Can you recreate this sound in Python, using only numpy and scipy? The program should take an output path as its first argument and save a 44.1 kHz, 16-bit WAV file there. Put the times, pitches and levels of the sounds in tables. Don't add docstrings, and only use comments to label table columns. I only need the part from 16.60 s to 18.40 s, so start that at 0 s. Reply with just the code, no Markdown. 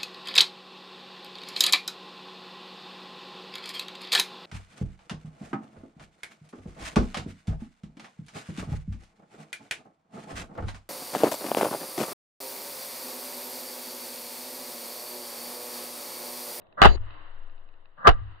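import sys
import numpy as np
from scipy import signal
from scipy.fft import rfft, irfft
from scipy.io import wavfile

SR = 44100
rng = np.random.default_rng(int(sys.argv[2]) if len(sys.argv) > 2 else 0)


def waveform_to_disk(signal):
    frames = np.transpose(np.atleast_2d(signal))
    scaled = np.clip(frames, -1, 1) * 32767
    samples = np.round(scaled).astype(np.int16)
    wavfile.write(sys.argv[1], SR, samples)


def elevation(decibels):
    levels = np.asarray(decibels, float)
    return 10 ** (levels / 20)


N = 79380
TIME_S = np.arange(N) / SR
LEFT_LAG_SAMPLES = 46


def evened(x):
    return x / np.sqrt(np.mean(x ** 2) + 1e-30)


def read(points, hz):
    f, value = np.transpose(points)
    return np.interp(np.log(hz + 1), np.log(f + 1), value)


def colour(x, table):
    level_db = np.maximum(read(table, abs(np.fft.fftfreq(4096, 1 / SR))), -100)
    log_gain = np.log(elevation(level_db))
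    phase = -signal.hilbert(log_gain).imag
    taps = np.fft.ifft(np.exp(log_gain + 1j * phase)).real[:2048]
    return signal.oaconvolve(x, taps[None] / np.linalg.norm(taps), axes=1)[:, :N]


# (frequency [Hz], shared fraction [0-1])
LIKENESS = [(300, 0.38), (1000, 0.2), (2000, 0.37), (3000, 1), (5000, .5)]


def pair(a, b):
    same = np.clip(read(LIKENESS, np.fft.rfftfreq(N, 1 / SR)), 0, 1)
    left = irfft(same * rfft(a) + np.sqrt(1 - same ** 2) * rfft(b), N)
    return np.array([np.roll(left, LEFT_LAG_SAMPLES), a])


def noise(table):
    return colour(pair(*rng.standard_normal((2, N))), table)


def level_curve(points):
    return elevation(np.interp(TIME_S, *np.transpose(points)))


def dying(start_s, db, t60_s, rise_s):
    t = np.maximum(TIME_S - start_s, 0)
    return elevation(db - 60 * t / t60_s) * (1 - np.exp(-t / rise_s))


def ringing(x, modes, t60_scale, soft_s=.0002):
    t = np.arange(6000) / SR
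    taps = sum(elevation(db - 60 * t / (t60_scale * t60_s)) * np.sin(2 * np.pi * hz * t)
               for hz, db, t60_s in modes)
    lowpass = signal.butter(10, 4700, fs=SR, output="sos")
    taps = signal.sosfilt(lowpass, taps * (1 - np.exp(-t / soft_s)))
    return signal.oaconvolve(x, taps[None] / np.linalg.norm(taps), axes=1)[:, :N]


# (time [s], level [dB])
AIR_LEVEL = [(0, -58.5), (.08, -60.5), (.3, -62), (1.2, -64.5), (1.8, -84)]
# (frequency [Hz], relative level per Hz [dB])
AIR_SPECTRUM = [(20, -23.5), (45, -10), (75, -7), (219, -11), (638, -4), (826, -12), (1070, -12.5),
                (1680, -20.5), (1830, -19.5), (2450, -33), (3520, -24.5), (4300, -38), (4800, -71),
                (10000, -110)]


def air():
    return level_curve(AIR_LEVEL) * noise(AIR_SPECTRUM)


# (time [s], level [dB])
SWAY_LEVEL = [(0, -67), (.25, -52.5), (.4, -22.5), (.52, -39.5), (.83, -29), (1.3, -45), (1.5, -56.5),
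              (1.7, -36), (1.8, -54)]
SWAY_HZ, SWAY_CREST_S, SWAY_RIGHT_DB = 11.9, 1, -7


def sway():
    wave = level_curve(SWAY_LEVEL) * np.cos(2 * np.pi * SWAY_HZ * (TIME_S - SWAY_CREST_S))
    return wave * elevation(np.array([[0], [SWAY_RIGHT_DB]]))


# (time [s], level before the ring gain [dB])
TICKS = [(0.0184, -63), (0.0688, -67), (0.1257, -60), (0.5067, -52.5), (0.8969, -61.5), (0.9791, -62),
         (1.0881, -62.5), (1.1394, -65), (1.256, -59)]
# (frequency [Hz], relative level [dB], t60 before scaling [s])
GRIT_MODES = [(2580, 0, 0.024), (2890, -4.5, 0.0033), (3760, -14, .008), (3750, -8, 0.024),
              (1460, 7.5, 0.0086)]
TICK_GAIN_DB, GRIT_T60_SCALE = 24.5, 0.38


def grit():
    hits = np.zeros(N)
    for s, db in TICKS:
        hits[round(s * SR)] = elevation(db + TICK_GAIN_DB)
    return ringing(np.array([np.roll(hits, LEFT_LAG_SAMPLES), hits]), GRIT_MODES, GRIT_T60_SCALE)


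# (blow time [s], level at blow [dB], growth [dB/s], lead [s])
SWELLS = [(.217, -27.5, 202, 0.046), (1.470, -38.5, 127, 0.099), (1.474, -13, 562, 0.032)]
# (frequency [Hz], relative level per Hz [dB])
SWELL_SPECTRUM = [(88, -29), (150, -2), (410, -23.5), (604, 0.5), (782, -12), (1220, 2), (1650, -2),
                  (2110, -35), (3380, -32.5), (4640, -43), (6030, -84), (10200, -120)]
# (frequency [Hz], nominal width [Hz], relative level [dB])
STREAKS = [(520, 25, -9), (662, 30, -14), (1060, 25, -8), (1190, 18, 0), (1280, 22, -3), (1470, 25, -9),
           (1630, 22, -7), (1930, 25, -13)]
STREAK_SWELL_DB, STREAK_TAIL_DB, STREAK_T60_S = -2.5, -28, 0.27
SWELL_FADE_S, SWELL_OVERRUN_S = .01, .004


def swells():
    level = 0
    for s, db, growth_db_per_s, lead_s in SWELLS:
        fade = np.clip((TIME_S - s + lead_s) / SWELL_FADE_S, 0, 1)
        level = level + elevation(db - growth_db_per_s * abs(TIME_S - s)) * (TIME_S < s + SWELL_OVERRUN_S) * fade
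    modes = [(hz, db, 2.2 / np.clip(width_hz, 8, 60)) for hz, width_hz, db in STREAKS]
    streaks = ringing(pair(*rng.standard_normal((2, N))), modes, 0.69, soft_s=.003)
    linger = dying(SWELLS[-1][0], STREAK_TAIL_DB, STREAK_T60_S, .004)
    return level * noise(SWELL_SPECTRUM) + (level * elevation(STREAK_SWELL_DB) + linger) * streaks


# (time [s], left level [dB], right level [dB], left main crest delay [s], right same [s])
THUDS = [(.2167, -11, -16, .0215, .0115), (.2535, -4, -9.5, .0231, .0375),
         (1.4784, -11.5, -8.5, .0342, .0169)]
# (frequency [Hz], relative level [dB], t60 [s])
KNOCK_MODES = [(85, 0, .11), (169, -5, .09), (405, -7, .07), (505, -4, .07)]
KNOCK_DB, THUD_PEAK_S = -8, .021
CREST_RATIO = 2.66


def thuds():
    out = np.zeros((2, N))
    for s, left_db, right_db, left_s, right_s in THUDS:
        t = np.maximum(TIME_S - s, 1e-4)
        begun = t > 1e-4
        shape = begun * (t / THUD_PEAK_S * np.exp(1 - t / THUD_PEAK_S)) ** 1.25
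        turns = np.log(t / np.array([[left_s], [right_s]])) / np.log(CREST_RATIO)
        out += elevation(np.array([[left_db], [right_db]])) * shape * np.cos(2 * np.pi * turns)
        knock = sum(elevation(db - 60 * t / t60_s) * np.sin(2 * np.pi * hz * t) for hz, db, t60_s in KNOCK_MODES)
        out += elevation(left_db + KNOCK_DB) * begun * knock
    return out


# (time [s], level [dB], t60 [s], treble gain [dB])
CRACKS = [(.2168, -1, .04, 6.5), (.2255, -9, .05, 4), (.2340, -16.5, .1, 9), (0.246, -2, .07, -1),
          (.2555, -2, 0.037, -10.5), (.2620, -31.5, .1, -15.5), (1.4700, -4, .09, 0), (1.4775, -6, .07, -9)]
# (frequency [Hz], relative level per Hz [dB])
BLAST_SPECTRUM = [(88, -35.5), (150, -17.5), (771, 0), (970, -8), (1270, -2.5), (2360, -19.5), (2890, -12),
                  (3190, -19.5), (3690, -19.5), (4640, -28), (6030, -43), (10200, -120)]
# (frequency [Hz], relative level [dB], t60 before scaling [s])
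WOOD_MODES = [(535, 21, 0.16), (742, 0, 0.16), (915, -5, 0.3), (1285, -6.5, 0.04), (1629, -18.5, 0.33),
              (2307, -5.5, 0.27), (2512, -10.5, 0.17), (2606, -14, 0.15), (3310, -30.5, 0.2),
              (3564, -22, 0.031), (3610, -19.5, 0.19), (4650, -39, 0.031)]
# (frequency [Hz], relative level per Hz [dB])
SHEEN_SPECTRUM = [(4300, -62.5), (5000, -3.5), (5700, -10.5), (6700, 5.5), (7600, -5), (10000, -16.5),
                  (15500, -18), (17500, -72)]
SNAPS_PER_S, SNAP_SPREAD_DB, CRACK_RISE_S = 2600, 3, .0004
WOOD_DB, WOOD_T60_SCALE, SHEEN_DB = -8, 0.17, -43


def cracks():
    chance, sign, size = rng.random((3, 2, N))
    pops = (chance < SNAPS_PER_S / SR) * np.sign(sign - .5) * elevation(-SNAP_SPREAD_DB * np.log(size + 1e-3))
    drive = pair(*evened(pops))
    low = signal.lfilter([.2], [1, -.8], drive)
    treble = drive - low
    bursts, sheen_level = 0, 0
    for s, db, t60_s, treble_db in CRACKS:
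        bursts = bursts + dying(s, db, t60_s, CRACK_RISE_S) * (low + elevation(treble_db) * treble)
        sheen_level = sheen_level + dying(s, db + SHEEN_DB, t60_s, CRACK_RISE_S)
    wood = elevation(WOOD_DB) * ringing(bursts, WOOD_MODES, WOOD_T60_SCALE)
    return colour(bursts, BLAST_SPECTRUM) + wood + sheen_level * noise(SHEEN_SPECTRUM)


# (time [s], level [dB], t60 [s])
SCATTERS = [(0.26, -12, 0.12), (1.482, -29.5, 0.15)]
# (frequency [Hz], relative level per Hz [dB])
SCATTER_SPECTRUM = [(76, -27.5), (130, -0.5), (310, -29.5), (694, -7), (979, -16.5), (1230, -11.5),
                    (1440, -19.5), (1630, -14), (2300, -28.5), (2750, -17), (4640, -35), (6030, -67.5),
                    (10200, -120)]
SCATTER_RISE_S, SHEEN_TAIL_DB = .004, -34.5


def scatter():
    level = sum(dying(s, db, t60_s, SCATTER_RISE_S) for s, db, t60_s in SCATTERS)
    return level * (noise(SCATTER_SPECTRUM) + elevation(SHEEN_TAIL_DB) * noise(SHEEN_SPECTRUM))


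# (time [s], hum level [dB], rumble level [dB])
HUMS = [(0.351, -40, -18.5), (1.568, -38.5, -21)]
RUMBLE_HZ, RUMBLE_WIDTH_HZ, RUMBLE_T60_S = 52, 30, .5
RUMBLE_RISE_S, RUMBLE_LEAD_S = 0.033, .09


def rumble():
    edges_hz = [RUMBLE_HZ - RUMBLE_WIDTH_HZ / 2, RUMBLE_HZ + RUMBLE_WIDTH_HZ / 2]
    band = signal.butter(2, edges_hz, "band", fs=SR, output="sos")
    rough = evened(signal.sosfilt(band, rng.standard_normal((2, N))))
    return rough * sum(dying(s - RUMBLE_LEAD_S, db, RUMBLE_T60_S, RUMBLE_RISE_S) for s, _, db in HUMS)


# (start [s], end [s], level [dB])
SIZZLES = [(0.273, 0.366, -34), (1.504, 1.53, -59.5)]
# (frequency [Hz], relative level per Hz [dB])
SIZZLE_SPECTRUM = [(150, -29), (350, 6.5), (700, -5), (1400, -16), (2200, -17), (3700, -23.5), (4200, -7.5),
                   (4750, -11.5), (5000, -44.5), (6000, -44.5), (6300, -24), (7100, -26), (7600, -55.5)]
SIZZLE_T60_S, SIZZLE_RISE_S, SIZZLE_STOP_S = 1, .01, .0056


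def sizzle():
    level = sum(dying(s, db, SIZZLE_T60_S, SIZZLE_RISE_S) * np.clip((end - TIME_S) / SIZZLE_STOP_S, 0, 1)
                for s, end, db in SIZZLES)
    return level * noise(SIZZLE_SPECTRUM)


HUM_HZ, HUM_PEAK_S, HUM_LEFT_PHASE_RAD = 100.8, 0.063, .9
HUM_LINGER_DB, HUM_LINGER_T60_S, HUM_LINGER_RISE_S = -6.5, 1, 0.033


def hum():
    out = np.zeros((2, N))
    for s, db, _ in HUMS:
        u = np.maximum(TIME_S - s, 0) / HUM_PEAK_S
        swell = elevation(db) * u * np.exp(.5 - .5 * u ** 2)
        linger = dying(s, db + HUM_LINGER_DB, HUM_LINGER_T60_S, HUM_LINGER_RISE_S)
        phase = 2 * np.pi * HUM_HZ * (TIME_S - s) + np.array([[HUM_LEFT_PHASE_RAD], [0]])
        out += (swell + linger) * np.sin(phase)
    return out


# (time [s], level [dB])
ECHO_FIRST = [(0.38, -26.5), (0.384, -46), (1.022, -64.5), (1.126, -66), (1.36, -69.5), (1.37, -64.5)]
# (time [s], level [dB])
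ECHO_SECOND = [(1.57, -40), (1.614, -51.5), (1.8, -58.5)]
# (frequency [Hz], relative level per Hz [dB])
ECHO_SPECTRUM = [(76, -6), (130, -19.5), (230, -40), (292, -2), (393, -10), (737, -5.5), (831, -6.5),
                 (1070, -1), (1860, -6.5), (2300, -15.5), (2830, -10), (4640, -26.5), (6030, -88.5),
                 (10200, -120)]


def echoes():
    level = 0
    for curve in (ECHO_FIRST, ECHO_SECOND):
        fade_in = np.clip((TIME_S - curve[0][0] + 0.02) / 0.18, 0, 1)
        fade_out = np.clip((curve[-1][0] + 0.29 - TIME_S) / 0.078, 0, 1)
        level = level + level_curve(curve) * fade_in * fade_out
    return level * noise(ECHO_SPECTRUM)


def scene():
    before = air() + sway() + grit() + swells()
    blows = thuds() + cracks() + scatter()
    after = rumble() + sizzle() + hum() + echoes()
    return before + blows + after


def roll_off(x):
    return signal.sosfilt(signal.butter(12, 16000, fs=SR, output="sos"), x)


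CLIP_LEVEL, HISS_DB = 1.0, -100


def record(dry):
    clipped = np.clip(dry, -CLIP_LEVEL, CLIP_LEVEL)
    mix = clipped + elevation(HISS_DB) * rng.standard_normal(dry.shape)
    return roll_off(mix)


dry = scene()
out = record(dry)
waveform_to_disk(out)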